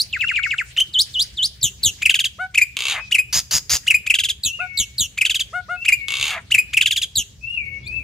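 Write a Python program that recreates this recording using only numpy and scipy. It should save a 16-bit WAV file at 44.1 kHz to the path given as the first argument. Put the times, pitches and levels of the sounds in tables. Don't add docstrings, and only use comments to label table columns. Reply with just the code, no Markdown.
import sys
import numpy as np
from scipy import signal
from scipy.fft import rfft, irfft
from scipy.io import wavfile
from scipy.ndimage import uniform_filter1d, map_coordinates

SR = 44100
rng = np.random.default_rng(int(sys.argv[2]) if len(sys.argv) > 2 else 0)


def rack_gain(trim_db):
    fader = np.asarray(trim_db, float)
    return 10 ** (fader / 20)


def wrap_up_sound(samples):
    columns = np.atleast_2d(samples).T
    tamed = np.clip(columns, -1, 1)
    steps = np.round(tamed * 32767).astype(np.int16)
    wavfile.write(sys.argv[1], SR, steps)


N = 354123

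# ms, pitch_hz, effort_db, overtones_db (over the fundamental)
RISE = [(1.9, 1100, -67, 5.5), (8.26, 1180, -45.5, 15.5), (13.1, 1610, -33, 14), (17.5, 2330, -19, -12),
        (24, 2640, -9.5, -16), (28, 2680, -17, -25), (33, 2650, -40, -18)]
# ms, pitch_hz, effort_db, overtones_db
STAB = [(0, 3300, -48.5, -21), (2.504, 3000, -22, -18), (5.02, 2620, -12, -11.5),
        (11.85, 2480, -11.5, -15.5), (18.4, 2400, -16.5, -23), (24, 2300, -25, -24), (29, 1600, -42, -30)]
# ms, pitch_hz, effort_db, overtones_db
HOLD = [(0, 2700, -38.5, -14.5), (4.1, 1900, -23, -2.5), (7.8, 2300, -6.5, -29), (12.3, 2445, -5.5, -14.5),
        (24, 2450, -8.5, -18), (32.7, 2420, -17.5, -10.5), (42, 2400, -19.5, -29), (48, 1900, -46, -25.5)]
# start_s, level_db, pitch_factor, length_factor
FIRST_TRILLS = [(1.607, -0.42, 1.005, 1.0)]
# start_s, level_db, pitch_factor, length_factor
TRILLS = [(1.823, 1.5, 1.002, 0.98), (4.425, -3.5, 0.99, 1.12), (4.764, -1.5, 0.99, 0.99),
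          (4.972, -2, 1.005, 1.4), (7.146, -1.5, 0.988, 0.99)]
# start_s, level_db
RASPS = [(3.326, -1), (3.509, -1), (3.6944, -0.5)]


def at_hz(points, hz):
    table_hz, value = np.array(points)[:, 0], np.array(points)[:, 1]
    return np.interp(np.log(hz), np.log(table_hz), value)


def rms_one(x):
    return x / np.sqrt(np.mean(x ** 2) + 1e-20)


def levels(spans, column):
    t = np.arange(N) / SR
    gain = 0
    for rows in spans:
        points = np.array(rows)
        gain = gain + rack_gain(np.interp(t, points[:, 0], points[:, column], -200, -200))
    return gain


def wobble(size, top_hz):
    order = 4 if top_hz > 200 else 2
    lowpass = signal.butter(order, top_hz, fs=SR, output="sos")
    noise = rng.standard_normal(size + 400)
    return rms_one(signal.sosfilt(lowpass, noise)[400:])


def throat(x, modes):
    out = 0
    for k, (hz, width, db) in enumerate(modes):
        r = np.exp(-np.pi * width / SR)
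        ring = [1, -2 * r * np.cos(2 * np.pi * hz / SR), r * r]
        out = out + (-1) ** k * rack_gain(db) * signal.lfilter([1 - r * r, 0, r * r - 1], ring, x)
    return out


def glide(x, mode, bend):
    hz, width, db = mode
    r = np.exp(-np.pi * width / SR)
    turn = np.exp(2j * np.pi * np.cumsum(hz * bend) / SR)
    ringing = signal.lfilter([1 - r], [1, -r], x / turn) * turn
    return 4 * rack_gain(db) * ringing.real


def gliding_throat(x, modes, bend):
    return sum((-1) ** k * glide(x, mode, bend) for k, mode in enumerate(modes))


def add(out, s, sound):
    at = round(s * SR)
    part = sound[max(-at, 0):N - at]
    out[max(at, 0):max(at, 0) + len(part)] += part


def placed(phrases, place):
    delay_s, level_db, higher, longer = place
    return [(s + delay_s * slow, db + level_db, pitch * higher, slow * longer)
            for s, db, pitch, slow in phrases]


def sing(shape, sung, rough, third_db, roll_db, breath_db, flutter_ms=10., flutter=0., trough_ms=0.,
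         throb_db=0., punch=0., quicken=0., steady_ms=0., steep=0., strain=0., beak=None, count=8):
    # pitch_hz, level_db
    open_beak = [(2000, 4.5), (3500, -0.5), (5300, -9), (7000, 6.5), (8100, -2), (8900, -11.5), (9900, 1.5),
                 (15000, 2.5)]
    beak = beak or open_beak
    out = np.zeros(N)
    ms, hz, effort_db, press_db = np.transpose(shape)
    partial_db = effort_db, effort_db + press_db, effort_db + press_db + third_db
    for s, db, pitch, length in sung:
        at = np.where(ms > steady_ms, steady_ms + (ms - steady_ms) * length, ms)
        t = np.arange(at[0], at[-1], 1000 / SR)

        def smooth(column):
            return uniform_filter1d(np.interp(t, at, column), size=44)

        since = t - np.interp(trough_ms, ms, at)
        period_ms = flutter_ms + quicken * np.clip(53 - since, 0, None)
        beats = np.cumsum(1000 / SR / period_ms)
        beats -= np.interp(0, since, beats, 0, 0)
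        begun = np.clip(2 * beats + 1, 0, 1)
        shake = begun * (1 - 2 * np.abs(np.cos(np.pi * beats)) ** 1.32)

        strained = rough * (1 + strain * begun)
        f = smooth(hz) * pitch * (1 + flutter * shake + 0.082 * strained * wobble(len(t), 450))
        phase = 2 * np.pi * np.cumsum(f) / SR
        db3 = [smooth(column) - throb_db * shake for column in partial_db]
        gains = [rack_gain(db3[0] + punch * db)]
        fade_db = roll_db + steep * (db3[0].max() - db3[0])
        for k in range(1, count):
            overtone_hz = (k + 1) * f
            level_db = db3[min(k, 2)] - fade_db * max(k - 2, 0) - punch * db / 2
            gains.append(rack_gain(level_db + at_hz(beak, overtone_hz)) * (overtone_hz < 16000))

        grain = 1 + strained * np.array([wobble(len(t), 540), wobble(len(t), 830)])
        tone = sum(g * grain[k % 2] * np.sin((k + 1) * phase) for k, g in enumerate(gains))
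        breath = rack_gain(breath_db) * (1 + strain * begun) * (gains[0] + gains[1])
        hiss = breath * np.diff(wobble(len(t) + 2, 8380), 2)
        add(out, s + at[0] / 1000, rack_gain(db) * (tone + hiss))
    return out


def heard(x, tail_db, t60):
    # delay_ms, left_db, right_db
    echoes = [(.9, -38, -47), (1.7, -48.5, -47.5), (2.9, -17.5, -40.5)]
    t = np.arange(SR) / SR
    walls = rack_gain(tail_db - 60 * t / t60) * np.clip(t / 0.008, 0, 1)
    cage = rack_gain(tail_db + 16.5 - 60 * t / 0.11) * np.clip(t / 0.00098, 0, 1)
    reply = rng.standard_normal((2, SR)) * walls + rng.standard_normal((2, SR)) * cage
    reply[:, 0] = 1
    for ms, left_db, right_db in echoes:
        reply[:, round(ms * SR / 1000)] += rack_gain([left_db, right_db])
    return signal.fftconvolve(x[None], reply, axes=1)[:, :N]


def turning(pair, spread):
    lag = spread * np.tanh(2.3 * wobble(N, 2.6))
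    return np.array([map_coordinates(c, [np.arange(N) + side * lag], order=3)
                     for c, side in zip(pair, (1, -1))])


def garden():
    # pitch_hz, level_db (per Hz)
    colour = [(40, -8.5), (65, 3), (120, -8), (250, -18.5), (500, -25), (1000, -40), (2000, -21),
              (7300, -23.5), (9500, -58.5), (13500, -27), (16000, -38)]
    # time_s, traffic_db, hiss_db
    rumble = [(0, -45, -51.5), (.7, -49.5, -52), (1.2, -46, -50), (1.6, -48, -57.5), (1.9, -42, -53),
              (2.2, -48, -57.5), (2.5, -50.5, -58.5), (3.6, -47.5, -61.5), (5.5, -48, -58.5),
              (6.5, -45, -57), (7.4, -47.5, -63.5), (8.03, -38, -60)]
    # pitch_hz, likeness (0 to 1)
    likeness = [(40, 0.92), (125, 0.82), (300, 0.32), (1500, 0.081)]
    # pitch_hz, width_hz, level_db
    engine = [(62, 12.8, 0.5), (92, 15, -4.5), (121.1, 7, 1), (197.3, 7, -9.5), (401.3, 6.1, -20)]
    out = 0
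    edges = 25 * 2 ** np.arange(0, 9.6, .5)
    white = rng.standard_normal((2, 2, N))
    swell = rms_one(levels([rumble], column=1))
    hiss = rms_one(levels([rumble], column=2))
    for k, (low, high) in enumerate(zip(edges, edges[1:])):
        band = signal.butter(2, [low, high], "band", fs=SR, output="sos")
        mid, side = signal.sosfilt(band, white[k % 2])
        hz = np.sqrt(low * high)
        alike = np.clip(at_hz(likeness, hz), -1, 1)
        gain = rack_gain(at_hz(colour, hz) + 4.7 * wobble(N, 9.2)) * (swell if hz < 600 else hiss)
        out = out + gain * (np.sqrt(1 + alike) * mid + np.sqrt(1 - alike) * side * [[1], [-1]])
    hum = rack_gain(-0.5) * swell * rms_one(throat(rng.standard_normal(N), engine))
    return rack_gain(-47) * (rms_one(out) + hum)


def scoops():
    # ms, pitch_hz, effort_db, overtones_db
    shape = [(2.032, 5400, -47.5, -19.5), (11.93, 3836, -23, -14.5), (27.92, 3100, -12, -40),
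             (43, 2970, -12, -40), (55, 3150, -14, -32), (62, 3420, -8, -16), (92, 5300, -11, -8),
             (95, 5800, -20, -18), (110, 7000, -38, -29.5)]
    # start_s, level_db, pitch_factor, length_factor
    sung = [(-0.0735, -1.5, 0.95, 1.004), (0.928, 0.5, 1.0, 1.003), (1.13, -3, 0.97, 1.06),
            (1.361, -3.5, 0.99, 1.092)]
    return sing(shape, sung, rough=0.011, third_db=-13.5, roll_db=12, breath_db=-37.5, flutter_ms=4.1,
                flutter=0.025, trough_ms=63.0, throb_db=2.5, strain=8.0)


def sweeps():
    # ms, pitch_hz, effort_db, overtones_db
    shape = [(0, 4400, -39.5, -8), (4.39, 3020, -20, -20), (10.28, 2630, -14, -21),
             (20.4, 2220, -18, -22.5), (32.3, 1890, -20.5, -33), (41.2, 1486, -20.5, -21),
             (46.9, 1310, -30.5, -30), (52.6, 1150, -62, -20)]
    # start_s, level_db, pitch_factor, length_factor
    first = [
        (0.125, -0.5, 1.03, 1.13),
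        (0.207, 2.0, 1.014, 0.93),
    ]
    # pitch_hz, level_db
    shut_beak = [(3000, -12), (4200, -3), (5200, -2), (6000, -12), (7200, 10), (7900, -4), (8800, -25)]
    every_s = .0745
    sung = first + [np.add(first[1], (k * every_s, 0, 0, 0)) for k in range(1, 6)]
    return sing(shape, sung, rough=0.036, third_db=-5.5, roll_db=-2.0, breath_db=-44.0, beak=shut_beak)


def far_whistles():
    # ms, pitch_hz, effort_db, overtones_db
    shape = [(0, 2500, -48, -40), (18.8, 2610, -32.5, -37.5), (64.55, 2700, -25.5, -27),
             (106.2, 2845, -25.5, -32), (144.8, 2800, -24.5, -40), (176, 2450, -24.5, -50.5),
             (227.2, 2200, -32.5, -32), (354, 2220, -30, -30), (442, 2230, -59, -35.5)]
    # start_s, level_db, pitch_factor, length_factor
    sung = [(0.18, -8, 1, 0.95), (4.439, -13, 1, 1), (5.749, -10, 1, 1.15), (7.41, -9.5, 1, 1.01),
            (7.849, -14, 0.93, 0.95)]
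    # start_s, level_db, pitch_factor, length_factor
    stray = [(2.975, -33, 1.04, 2.6)]
    far = sing(shape, sung, rough=0.032, third_db=-15.0, roll_db=1.0, breath_db=-40.0)
    far *= rack_gain(4.2 * wobble(N, 25))
    far += sing(HOLD, stray, rough=.05, third_db=-19, roll_db=11.5, breath_db=-42.0)
    return heard(far, tail_db=-31.5, t60=0.66) * rack_gain([[1.5], [-1.5]])


def double_note():
    # ms, pitch_hz, effort_db, overtones_db
    lead_in = [(0, 3000, -50, -25), (3, 2900, -16, -22), (5.5, 1800, -32, -4), (8, 1880, -34, 15),
               (13, 1100, -40.5, 11), (15, 2600, -50, 2)]
    # start_s, level_db, pitch_factor, length_factor
    lead_ins = [(0.7629, 0.1, 1.001, 1.1)]
    # ms, pitch_hz, effort_db, overtones_db
    double = [(0, 1400, -53, 16), (2.96, 2050, -26.5, 2), (6, 2750, -14, -17), (12, 2980, -7.5, -20),
              (20, 3140, -8.5, -22), (24.5, 3140, -11.5, -25), (29, 3050, -38, -29)]
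    # start_s, level_db, pitch_factor, length_factor
    doubles = [
        (0.772, 0.1, 1.001, 0.95),
        (0.797, 0.12, 1.001, 1.14),
    ]
    # ms, pitch_hz, effort_db, overtones_db
    catch = [(0, 3000, -46, -8), (3, 3300, -22, -12.5), (9, 3200, -18.5, -9), (18, 3100, -43, -10)]
    # start_s, level_db, pitch_factor, length_factor
    catches = [(0.796, 0.12, 1.001, 1.2)]
    return (sing(lead_in, lead_ins, rough=0.06, third_db=-7, roll_db=9, breath_db=-27)
            + sing(double, doubles, rough=0.04, third_db=-6, roll_db=8, breath_db=-33)
            + sing(catch, catches, rough=0.6, third_db=-10, roll_db=4.5, breath_db=-5))


def trills():
    # ms, pitch_hz, effort_db, overtones_db
    first_shape = [(3, 7500, -52, -29), (8.5, 5100, -24, -25), (13, 4800, -33, -16), (19, 4300, -20, -22),
                   (23, 4150, -16, 0), (32.5, 3780, -15.5, 3), (49, 3290, -17, 1), (80, 2980, -26.5, -2),
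                   (92, 3000, -45, -8)]
    # ms, pitch_hz, effort_db, overtones_db
    shape = [(2, 7600, -52, -29), (7.5, 5600, -38, -25), (9.5, 4750, -18, -14), (14, 4350, -13.5, -4),
             (21, 4300, -15, -8), (32.5, 3780, -15.5, 1), (49, 3290, -17, 1), (78.5, 2980, -26.5, -2),
             (86, 2950, -46, -8)]
    first = sing(first_shape, FIRST_TRILLS, rough=0.11, third_db=-11, roll_db=4.5, breath_db=-40.0,
                 flutter_ms=9.0, flutter=0.1, trough_ms=13.2, throb_db=2.5, quicken=0.057)
    later = sing(shape, TRILLS, rough=0.088, third_db=-9.5, roll_db=7.0, breath_db=-38.5,
                 flutter_ms=9.0, flutter=0.094, trough_ms=13.2, throb_db=3.0, quicken=.098, steady_ms=50.)
    return first + later


def puffs():
    trill_puff = 0.013, -22, 0.057
    rasp_puff = 0.00177, -23.5, 0.083
    gust = np.zeros(N)
    for rows, (delay, puff_db, length) in ((FIRST_TRILLS + TRILLS, trill_puff), (RASPS, rasp_puff)):
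        for s, db, *rest in rows:
            add(gust, s + delay, rack_gain(puff_db + db) * np.hanning(round(length * SR)))
    air = np.array([wobble(N, 78.0) + 0.058 * wobble(N, 770) for side in range(2)])
    return gust * signal.sosfilt(signal.butter(2, 55, "high", fs=SR, output="sos"), air)


def falls(chatters):
    falls_in_run = (4, 4, 4, 5)
    sung = []
    for phrase, count in zip(chatters, falls_in_run):
        for k in range(count):
            settled = 1 - .5 ** k
            delay_s = .0812 + k * .0462 + k * (k - 1) / 2 * .0024
            place = (delay_s, 2.5 - k * 1.18, 0.96 + 0.0363 * settled, .85 + .17 * settled)
            sung += placed([phrase], place)
    return sung


def chatter():
    # start_s, level_db, pitch_factor, slowness_factor
    phrases = [(2.0105, 1.5, .995, .995), (4.055, 0.3, 1.005, 1.0), (5.167, -0.3, .985, .98),
               (6.7235, 1.4, 1.01, 1.025)]
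    # delay_s, level_db, pitch_factor, length_factor
    rise_place = (0.0014, 0.1, 0.95, 0.86)
    # delay_s, level_db, pitch_factor, length_factor
    stab_place = (.0424, 5.2, 1.055, .9)
    # ms, pitch_hz, effort_db, overtones_db
    fall = [(1.0183, 3450, -54, -10), (3.906, 3270, -25, -14), (6.97, 2950, -9, -22), (9.967, 2480, -18, 2),
            (14.088, 1990, -34, 18), (20.36, 1730, -41, 29), (27.65, 1630, -44, 29), (34.3, 1570, -46, 25),
            (41, 1520, -60, 16)]
    rises = sing(RISE, placed(phrases, rise_place), rough=0.035, third_db=-6.0, roll_db=4, breath_db=-24.0)
    stabs = sing(STAB, placed(phrases, stab_place), rough=0.06, third_db=-4.0, roll_db=5.0, breath_db=-23,
                 flutter_ms=4.5, flutter=0.061, trough_ms=10.0, throb_db=5.5, strain=1.5)
    run = sing(fall, falls(phrases), rough=0.19, third_db=-10.5, roll_db=4.0, breath_db=-17.0, punch=1.8)
    return rises + stabs + run


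def coos():
    # ms, pitch_hz, effort_db, overtones_db
    shape = [(4.017, 380, -47.5, -21), (11.7, 600, -41, 3.5), (20.7, 684, -30.5, 3.5),
             (40.7, 728, -27.5, 6), (69, 724, -27, 1.5), (88.1, 726, -35, 3.5), (96.2, 780, -51.5, -4)]
    # start_s, level_db, pitch_factor, length_factor
    sung = [(2.378, -2, 1.027, 0.97), (4.5809, -4, 1.008, 0.95), (5.52, -2, 1.0, 0.984),
            (5.6756, -2.5, 0.99, 1)]
    return sing(shape, sung, rough=0.017, third_db=-14, roll_db=4.5, breath_db=-34.5, steep=0.24, count=11)


def calls():
    # start_s, level_db, pitch_factor, slowness_factor
    low = [(2.5365, 0.95, 0.98, 0.97), (5.8408, 0.041, 0.9797, 1.02)]
    # start_s, level_db, pitch_factor, slowness_factor
    high = [(3.1051, -0.65, 1.016, 0.99), (3.861, 0.49, 1.007, 1.02), (6.501, 0.57, 1.01, 1.01)]
    # ms, pitch_hz, effort_db, overtones_db
    high_rise = [(2.997, 1350, -45, -5), (8.28, 1650, -36, 12), (13.57, 2090, -23, -0.5),
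                 (17.45, 2480, -18, -3), (21.5, 2910, -4.5, -25), (28.1, 3000, -6, -18),
                 (33, 3000, -32, -28.5)]
    # delay_s, level_db, pitch_factor, length_factor
    rise_place = (0, -0.17, 0.97, .93)
    stab_place = (.0375, 5.5, 1.045, 0.92)
    hold_place = (0.076, 2.15, 1.012, 0.79)
    both = low + high
    rises = sing(RISE, placed(low, rise_place), rough=0.035, third_db=-6.0, roll_db=4, breath_db=-24.0)
    rises += sing(high_rise, placed(high, rise_place), rough=0.13, third_db=-5.5, roll_db=7.5,
                  breath_db=-18.0)
    stabs = sing(STAB, placed(both, stab_place), rough=0.05, third_db=-3.0, roll_db=6.0, breath_db=-24.5,
                 flutter_ms=4.2, flutter=0.06, trough_ms=11.0, throb_db=7.0, strain=2.1)
    holds = sing(HOLD, placed(both, hold_place), rough=0.075, third_db=-4.5, roll_db=3.0, breath_db=-29)
    return rises + stabs + holds


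def rattle():
    # start_s, peak_db
    clicks = [(2.768, -0.5), (2.7894, -2.5), (2.8055, -2.5), (2.8215, -3), (2.838, -6), (2.854, 0),
              (2.8679, -2), (2.8834, 2), (2.898, 1), (2.9093, -1.5), (2.921, -4.5), (2.927, -7.5),
              (2.934, -16.5), (2.941, -14.5), (2.949, -17.5), (6.0835, -1), (6.105, -4.5), (6.121, -2),
              (6.139, -2.5), (6.1537, -5), (6.1695, -3), (6.185, -9), (6.198, -3.5), (6.2115, 0),
              (6.2272, 1), (6.2406, -1), (6.2545, -3), (6.2671, -5), (6.28, -2), (6.294, -6.5),
              (6.3052, -3.5), (6.316, -13), (6.327, -15), (6.338, -15)]
    # start_s, level_db, length_s
    rattles = [
        (2.766, 1, 0.25),
        (6.08, 0, 0.33),
    ]
    # share_of_rattle, open_beak_db, closed_beak_db
    croak_shape = [(0, -65, -59.5), (.011, -45.5, -48), (.29, -32, -43), (.62, -26, -33),
                   (.77, -32.5, -26.5), (.92, -47, -29), (1, -64, -50)]
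    sinking = [(.55, 1.224), (.75, 1.01), (.9, .92), (1, 0.73)]
    # pitch_hz, width_hz, level_db
    open_throat = [(440, 110, -18.5), (1120, 78, -7), (1550, 170, -14), (2235, 161, 1), (2720, 212, 5.5),
                   (3120, 320, 3), (3620, 430, 1.5), (4790, 820, -9.5), (6540, 650, -6),
                   (10000, 6400, -20.5)]
    # pitch_hz, width_hz, level_db
    closed_throat = [(730, 86, -1), (1260, 150, 0.5), (1700, 150, 1.5), (2150, 240, 3), (2700, 270, -1),
                     (3540, 220, -13.5)]
    snaps = np.full(N, 1e-18)
    snaps[[round(s * SR) for s, db in clicks]] = rack_gain(np.array(clicks)[:, 1])
    dying = signal.lfilter([1], [1, -np.exp(-1 / (0.00656 * SR))], snaps) * rng.standard_normal(N)

    grain = rng.standard_normal((2, N)) * rack_gain(1.3 * wobble(N, 440))
    croaks = [np.multiply(croak_shape, (length, 1, 1)) + (s, db, db) for s, db, length in rattles]
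    bends = np.vstack([np.multiply(sinking, (length, 1)) + (s, 0) for s, db, length in rattles])
    bend = np.interp(np.arange(N) / SR, *bends.T)
    croak = levels(croaks, column=1) * rms_one(throat(grain[0], open_throat))
    croak += levels(croaks, column=2) * rms_one(gliding_throat(grain[1], closed_throat, bend))
    return throat(rack_gain(8.5) * (snaps + 0.075 * dying), open_throat) + croak


def rasp():
    # time_s, level_db, throat_pitch_factor
    shape = [(0, -47, 0.52), (.0015, -19, 0.88), (.005, -18, 0.93), (.03, -16, 1), (.05, -16, 1.012),
             (.074, -20.5, 1.0), (.079, -32, 0.9), (.092, -46, 0.98)]
    # pitch_hz, width_hz, level_db
    rasp_throat = [(4901, 280, 0), (6590, 392, 1), (7416, 990, -8.5)]
    # pitch_hz, width_hz, level_db
    rush = [(2980, 3800, -11.5), (5900, 1780, -7.5), (9940, 2500, -17), (15370, 2300, -17.5),
            (890, 2200, -24.5)]
    chop_hz, pulse_peak_s = 120, 0.0577
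    out = np.zeros(N)
    for s, db in RASPS:
        t = np.arange(0, shape[-1][0], 1 / SR)
        time_s, level_db, pitch_factor = np.transpose(shape)
        push_db = np.interp(t, time_s, level_db)
        bend = np.interp(t, time_s, pitch_factor)
        chop_phase = 2 * np.pi * chop_hz * (t - pulse_peak_s) + 0.91 * wobble(len(t), 60)
        chop_db = (2.4 + 70 * t) * np.cos(chop_phase)
        air = rng.standard_normal(len(t))
        rings = gliding_throat(rack_gain(chop_db) * air, rasp_throat, bend)
        rings = rings + throat(rack_gain(0.15 * chop_db) * air, rush)
        add(out, s, rack_gain(push_db + db + 3.0) * rms_one(rings))
    return out


def late_chirp():
    # ms, pitch_hz, effort_db, overtones_db
    shape = [(0, 3250, -67, -20), (24.8, 3420, -47, -24), (46, 3600, -37.5, -14), (58, 4535, -28, -3),
             (66, 4900, -46, -7)]
    # start_s, level_db, pitch_factor, length_factor
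    sung = [(7.82, 0, 1.0, 1.0)]
    return sing(shape, sung, rough=.04, third_db=-17, roll_db=-3, breath_db=-38)


def caged_bird():
    # pitch_hz, width_hz, level_db
    cage_notch = [(5710, 514, -17)]
    song = scoops() + sweeps() + double_note() + trills() + chatter() + coos() + calls()
    bird = rack_gain(-1.0) * (song + rattle() + rasp() + late_chirp())
    near = heard(bird - throat(bird + 1e-18, cage_notch), tail_db=-52.0, t60=0.48)
    return turning(near, spread=0.52)


def scene():
    return garden() + caged_bird() + far_whistles() + puffs()


def top_cut(x):
    return signal.sosfilt(signal.butter(12, 16100, fs=SR, output="sos"), x)


def record(dry):
    # pitch_hz, left_minus_right_db
    tilt = [(40, 3), (250, -1.5), (1400, 2), (5000, -.5), (9000, 1.5), (13000, 5.5)]
    hz = np.maximum(np.arange(N // 2 + 1) * SR / N, 1)
    port = rack_gain(at_hz(tilt, hz) / 2)
    wet = irfft(rfft(dry) * [port, 1 / port], N)
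    wet = signal.sosfilt(signal.butter(2, 45, "high", fs=SR, output="sos"), wet)
    wet = signal.sosfilt(signal.cheby2(12, 50, 16280, fs=SR, output="sos"), np.tanh(wet))
    return top_cut(wet)


dry = scene()
out = record(dry)
wrap_up_sound(out)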